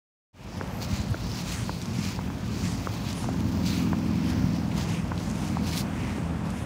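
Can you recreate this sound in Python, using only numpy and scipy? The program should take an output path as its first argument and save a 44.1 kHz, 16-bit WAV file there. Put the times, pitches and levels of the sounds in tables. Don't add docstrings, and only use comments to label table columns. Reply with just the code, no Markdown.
import sys
import numpy as np
from scipy import signal
from scipy.fft import rfft, irfft
from scipy.io import wavfile

SR = 44100
rng = np.random.default_rng(int(sys.argv[2]) if len(sys.argv) > 2 else 0)


def wrap_up_sound(samples):
    columns = np.atleast_2d(samples).T
    tamed = np.clip(columns, -1, 1)
    steps = np.round(tamed * 32767).astype(np.int16)
    wavfile.write(sys.argv[1], SR, steps)


N = 293265
TIME_S = np.arange(N) / SR
FREQ_HZ = np.arange(N // 2 + 1) * SR / N

# (frequency [Hz], relative level [dB])
AIR_SPECTRUM = [(1500, 2.5), (5000, -5), (10000, -12), (15500, -14)]
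RUMBLE_SPECTRUM = [(25, -38), (40, -42), (53, 1.5), (70, -3), (120, 4), (150, -3.5), (195, 0), (270, -9.5),
                   (350, -16), (500, -23.5), (1000, -60)]
ROAR_SPECTRUM = [(150, -4), (350, -1), (550, 1), (950, -0.5), (1400, -7.5), (2200, -15), (4000, -25.5),
                 (8000, -26.5), (15500, -51)]
# (time [s], level [dB])
WIND_GUSTS = [(.97, -35), (1.32, -35), (1.95, -36), (2.6, -31.5), (3.48, -38), (4.42, -32), (4.88, -31.5),
              (5.34, -33), (5.65, -31), (6.0, -35), (6.4, -45)]
# (time [s], level [dB])
ROAR_LEVEL = [(.75, -40.5), (1.2, -44.5), (2.0, -45), (3.0, -43), (3.7, -42.5), (4.7, -40.5), (5.1, -41),
              (6.65, -41)]
# (time [s], level [dB])
ENGINE_LEVEL = [(.55, -41.5), (1.3, -48), (2.0, -38), (2.8, -34.5), (3.1, -35), (3.45, -28.5), (3.9, -25.5),
                (4.4, -26.5), (4.8, -29.5), (5.1, -34.5), (5.45, -30), (6.65, -33.5)]
# (time [s], firing rate [Hz])
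FIRING_RATE = [(.5, 181), (2.5, 180.6), (4.4, 167), (6.65, 165)]
# (order [x cycle rate], relative level [dB])
ENGINE_ORDERS = [(4, -5.5), (5, -17), (6, -16.5), (7, -15), (8, -0.5), (9, -7), (10, -2.5), (11, -10),
                 (12, -3.5), (13, -11), (14, -13), (15, -10), (16, -18), (18, -22.5)]
# (time [s], peak [dB], pitch [Hz], T60 [s])
MIC_BUMPS = [(0.925, -18.5, 93.5, 0.049), (0.991, -21, 75, 0.075), (1.085, -25, 70, 0.038),
             (1.106, -17, 100.5, 0.11), (1.987, -15.5, 169, 0.018), (3.451, -23, 161, 0.027),
             (4.438, -18, 130, 0.033), (4.90, -16.5, 112, 0.06)]
# (time [s], main mode peak [dB], pitch [Hz], T60 [s],
# partner [dB re main], thud [dB re main])
HOLLOW_KNOCKS = [(0.6114, -22, 1110, 0.0061, 1.5, 0.5), (1.1434, -23.5, 607, 0.017, -2, 1),
                 (1.6937, -19.5, 965, 0.0095, -4.5, -9), (2.1893, -25, 950, 0.014, -6, -1),
                 (2.3016, -28.5, 1100, .006, -3, -4), (2.8715, -18.5, 1210, 0.0067, -18, -3.5),
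                 (3.2423, -26, 860, 0.011, -9, -14), (3.288, -18.5, 696, 0.012, -15, -6),
                 (3.343, -27.5, 950, 0.0071, -4, -3), (3.9308, -18.5, 1020, 0.0083, -4.5, -7),
                 (5.1178, -20.5, 1000, 0.01, -4, -8), (5.5699, -16.5, 920, .007, -21, -16),
                 (6.182, -37, 405, 0.013, -16, 14)]
# (time [s], peak [dB], pitch [Hz])
CRUMB_TICKS = [(0.8278, -26, 4740), (1.317, -27, 4580), (1.8165, -24, 4500), (1.8237, -30, 6700),
               (1.857, -31, 5640), (2.161, -30.5, 4500), (3.129, -27, 6400), (4.534, -33, 4240),
               (5.178, -29, 3910), (5.3, -30, 6460), (5.313, -30, 6400), (5.8164, -32, 4700),
               (6.504, -33, 8300)]
# (time [s], half length [s], centre [Hz], half width per filter pass [Hz], level [dB])
SHORT_RUBS = [(0.416, .2, 2420, 600, -49), (.95, .09, 2400, 800, -48.5), (0.764, .09, 12300, 900, -57.5),
              (1.108, 0.012, 9500, 3000, -51), (1.25, .088, 4440, 900, -49), (1.573, 0.14, 8350, 1300, -51),
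              (1.71, 0.17, 4400, 700, -48.5), (1.79, .05, 11900, 600, -63), (1.797, 0.13, 8200, 503, -59),
              (2.65, .05, 2450, 700, -48), (2.7, 0.076, 8350, 1300, -52), (2.95, 0.069, 4280, 550, -54),
              (3.196, 0.069, 9400, 1000, -48.5), (3.524, 0.24, 6700, 300, -64),
              (3.673, .03, 4700, 2000, -40), (4.72, .008, 2750, 700, -39), (4.943, 0.096, 2440, 600, -43),
              (4.96, 0.099, 8800, 700, -56), (5.286, 0.17, 6550, 1500, -51.5),
              (5.434, 0.16, 8500, 1500, -55), (5.783, .035, 7000, 5000, -40), (6.04, .1, 2400, 600, -45.5),
              (6.083, 0.41, 8350, 1500, -58), (6.58, .085, 2400, 700, -53), (6.60, .12, 9350, 1600, -55)]
# (frequency [Hz], relative level [dB])
PACKING_SPECTRUM = [(300, 4), (550, -12.5), (950, -3), (1700, -3), (2550, -3), (3600, -12.5), (7000, -47),
                    (14000, -40)]
POWDER_SPECTRUM = [(1000, -25), (2200, 11), (3300, 12), (5200, 10.5), (8000, 1.5), (10000, 2.5),
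                   (12000, 0.5), (15500, -10.5)]
SLACK_SPECTRUM = [(1200, -9), (2500, -4), (3500, -3), (4600, 1), (5400, -0.5), (6300, -6.5), (8400, -34),
                  (15000, -11)]
TAUT_SPECTRUM = [(4000, -16.5), (5400, -1), (6300, 3), (7300, 0.5), (8400, -8.5), (9400, -9.5),
                 (11000, -16), (15000, -31)]
# (time [s], level [dB])
RUSTLE_LEVEL = [(.4, -49), (.7, -54.5), (1.25, -49), (1.8, -49.5), (2.35, -54), (2.85, -48.5), (3.4, -51),
                (4.0, -53), (4.5, -52), (5.1, -55.5), (5.45, -55.5), (6.4, -67)]
# (time [s], rise [s], fall [s], cloth [dB], powder [dB])
BOOT_SCUFFS = [(.53, .05, 0.087, -50, -64), (.833, 0.024, 0.025, -39.5, -54),
               (1.39, .06, 0.047, -42, -45.5), (1.52, 0.063, .05, -39.5, -46),
               (2.06, 0.033, 0.096, -42.5, -50), (2.55, 0.04, 0.029, -51.5, -58),
               (2.95, 0.041, .04, -50, -53), (3.09, 0.039, 0.045, -42.5, -51),
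               (3.675, 0.024, 0.05, -38.5, -46), (3.75, 0.051, 0.059, -43, -42),
               (4.28, .045, 0.047, -55, -48.5), (4.804, 0.055, 0.044, -41.5, -45),
               (5.22, 0.06, .07, -53, -49.5), (5.71, 0.067, 0.071, -41, -40.5),
               (5.782, 0.042, .042, -39.5, -37), (6.475, 0.031, 0.078, -61, -53)]
# (time [s], half length [s],
# packing [dB], slack cloth [dB], taut cloth [dB], powder [dB])
BOOT_TREADS = [(.96, 0.081, -42.5, -43, -46.5, -57), (1.565, 0.13, -42.5, -53, -46, -55),
               (2.03, 0.11, -45, -43.5, -47.5, -48.5), (2.662, 0.13, -43, -47.5, -45.5, -52),
               (3.23, 0.11, -45, -61, -50, -50.5), (3.8, 0.14, -43, -46, -57, -52),
               (4.318, 0.32, -46.5, -50, -75, -62), (4.912, 0.1, -44, -50.5, -48.5, -49.5),
               (5.47, 0.13, -44, -58, -50.5, -48.5), (6.084, 0.2, -42.5, -53.5, -56, -57),
               (6.587, .08, -44.5, -60, -55, -60)]


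def undb(db):
    return 10 ** (np.asarray(db) / 20)


def unit(x):
    return x / np.std(x)


def curve(rows):
    return np.interp(TIME_S, *np.transpose(rows))


def drift(rate_hz):
    return 1.2 * np.interp(TIME_S * rate_hz, np.arange(4096), rng.standard_normal(4096))


def swell(peak_s, rise_s, fall_s, shape=1.37):
    distance = abs(TIME_S - peak_s) / np.where(TIME_S < peak_s, rise_s, fall_s)
    return np.exp(-np.minimum(distance, 10) ** shape)


def colour(x, spectrum):
    hz, db = np.transpose(spectrum)
    gain = undb(np.interp(np.log(FREQ_HZ + 1), np.log(hz), db))
    return unit(irfft(rfft(x) * gain * (FREQ_HZ > 15), N))


def grains(per_s, spread_db):
    hits = (rng.random(N) < per_s / SR) * rng.standard_normal(N)
    return unit(hits * undb(spread_db * np.minimum(rng.exponential(size=N), 4)))


def shimmer(x, depth_db, rate_hz, count=9):
    band_index = np.interp(np.log(FREQ_HZ + 1), np.log([900, 7000]), [0, count - 1])
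    spectrum = rfft(x)
    bands = (irfft(spectrum * np.maximum(1 - abs(band_index - k), 0), N) for k in range(count))
    return unit(sum(band * undb(depth_db * drift(rate_hz)) for band in bands))


def ring(hz, t60_s, rise_s):
    t = np.arange(int(2 * t60_s * SR) + 64) / SR
    onset = 1 - np.exp(-(t / rise_s) ** 2)
    mode = np.sin(2 * np.pi * hz * t) * np.exp(-np.log(1000) * t / t60_s) * onset
    return mode / abs(mode).max()


def add(out, at_s, x):
    start = int(at_s * SR)
    out[start:start + len(x)] += x[:N - start]


def air(level_db=-59):
    return colour(rng.standard_normal(N), AIR_SPECTRUM) * undb(level_db)


def rumble(steady_db=-33):
    gust_power = sum((undb(db) * swell(at_s, rise_s=0.13, fall_s=0.12)) ** 2 for at_s, db in WIND_GUSTS)
    return colour(rng.standard_normal(N), RUMBLE_SPECTRUM) * np.sqrt(undb(steady_db) ** 2 + gust_power)


def traffic(whine_hz=485, whine_db=-59.5):
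    roar = colour(rng.standard_normal(N), ROAR_SPECTRUM) * undb(curve(ROAR_LEVEL) + 0.5 * drift(10))
    phase = 2 * np.pi * np.cumsum(whine_hz + 1.68 * drift(5.5)) / SR
    whine = np.sqrt(2) * np.sin(phase) * undb(whine_db + 2 * drift(4))
    return roar + whine


def engine(cylinders=8, neutral_db=-27):
    cycle_hz = curve(FIRING_RATE) / cylinders * (1 + 0.003887 * drift(14))
    phase = 2 * np.pi * np.cumsum(cycle_hz) / SR
    level_db = curve(ENGINE_LEVEL)
    tilt_db_per_octave = 0.44 * (level_db - neutral_db)
    hum = np.zeros(N)
    for order, order_db in ENGINE_ORDERS:
        gain = undb(order_db + tilt_db_per_octave * np.log2(order / cylinders) + 2.2 * drift(12))
        hum += gain * np.sin(order * phase + 0.29 * drift(20) + 2 * np.pi * rng.random())
    return unit(hum) * undb(level_db)


def bumps():
    out = np.zeros(N)
    for at_s, db, hz, t60_s in MIC_BUMPS:
        add(out, at_s, undb(db) * ring(hz, t60_s, rise_s=0.004))
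    return out


def knocks(partner_hz=1430, thud_hz=318):
    out = np.zeros(N)
    for at_s, db, hz, t60_s, partner_db, thud_db in HOLLOW_KNOCKS:
        add(out, at_s, undb(db) * ring(hz, t60_s, rise_s=0.0007))
        add(out, at_s, undb(db + partner_db) * ring(partner_hz, t60_s, rise_s=0.0006))
        add(out, at_s, undb(db + thud_db) * ring(thud_hz, t60_s=0.012, rise_s=0.0015))
    return out


def crackle(re_rustle_db=-11):
    snaps = colour(grains(per_s=35, spread_db=1), POWDER_SPECTRUM)
    return snaps * undb(curve(RUSTLE_LEVEL) + re_rustle_db)


def crumbs(burst_samples=256, decay_s=0.0009):
    out = np.zeros(N)
    for at_s, db, hz in CRUMB_TICKS:
        burst = rng.standard_normal(burst_samples) * np.exp(-TIME_S[:burst_samples] / decay_s)
        tick = np.convolve(burst, ring(hz, t60_s=0.002, rise_s=0.00005))
        add(out, at_s, tick / abs(tick).max() * undb(db))
    return out


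def rubs():
    out = np.zeros(N)
    friction = grains(per_s=13000, spread_db=0.8)
    for at_s, half_s, hz, half_width_hz, db in SHORT_RUBS:
        near = abs(TIME_S - at_s) < 2 * half_s
        b, a = signal.iirpeak(hz, hz / (2 * half_width_hz), fs=SR)
        hiss = unit(signal.lfilter(b, a, signal.lfilter(b, a, friction[near])))
        envelope = np.exp(-2 * ((TIME_S[near] - at_s) / half_s) ** 2)
        out[near] += hiss * undb(db) * envelope
    return out


def gait(creep_db=-49):
    rustle_db = curve(RUSTLE_LEVEL)
    rest_db = [np.full(N, creep_db), rustle_db, rustle_db - 8.5, rustle_db - 4.5]
    power = undb(rest_db) ** 2
    for at_s, rise_s, fall_s, cloth_db, powder_db in BOOT_SCUFFS:
        levels_db = [cloth_db - 4, cloth_db, cloth_db - 7, powder_db]
        power += np.outer(undb(levels_db) ** 2, swell(at_s, rise_s, fall_s, shape=2.6) ** 2)
    for at_s, half_s, *levels_db in BOOT_TREADS:
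        power += np.outer(undb(levels_db) ** 2, swell(at_s, half_s, half_s) ** 2)
    return np.sqrt(power)


def steps():
    packing_gain, slack_gain, taut_gain, powder_gain = gait()
    packing = colour(grains(per_s=5000, spread_db=-0.5), PACKING_SPECTRUM)
    packing = shimmer(packing, depth_db=2.16, rate_hz=8.8)
    slack = colour(grains(per_s=16000, spread_db=3.6), SLACK_SPECTRUM)
    slack = shimmer(slack, depth_db=2.5, rate_hz=7)
    taut = colour(grains(per_s=16000, spread_db=4.0), TAUT_SPECTRUM)
    powder = colour(grains(per_s=9000, spread_db=2.5), POWDER_SPECTRUM) * undb(2.7 * drift(90))
    return packing * packing_gain + slack * slack_gain + taut * taut_gain + powder * powder_gain


def scene():
    hiss = air()
    walker = steps() + rubs() + crackle() + crumbs() + knocks() + bumps()
    distance = engine() + rumble() + traffic()
    return (hiss + distance + walker)[None]


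def record(dry, low_hz=44, top_hz=15600, silence_s=0.33, fade_s=0.36):
    highpass = signal.butter(4, low_hz, "high", fs=SR, output="sos")
    lowpass = signal.ellip(10, 0.2, 80, top_hz, fs=SR, output="sos")
    fade = np.clip((TIME_S - silence_s) / fade_s, 0, 1) ** 0.82
    return signal.sosfilt(lowpass, signal.sosfilt(highpass, dry) * fade)


dry = scene()
out = record(dry)
wrap_up_sound(out)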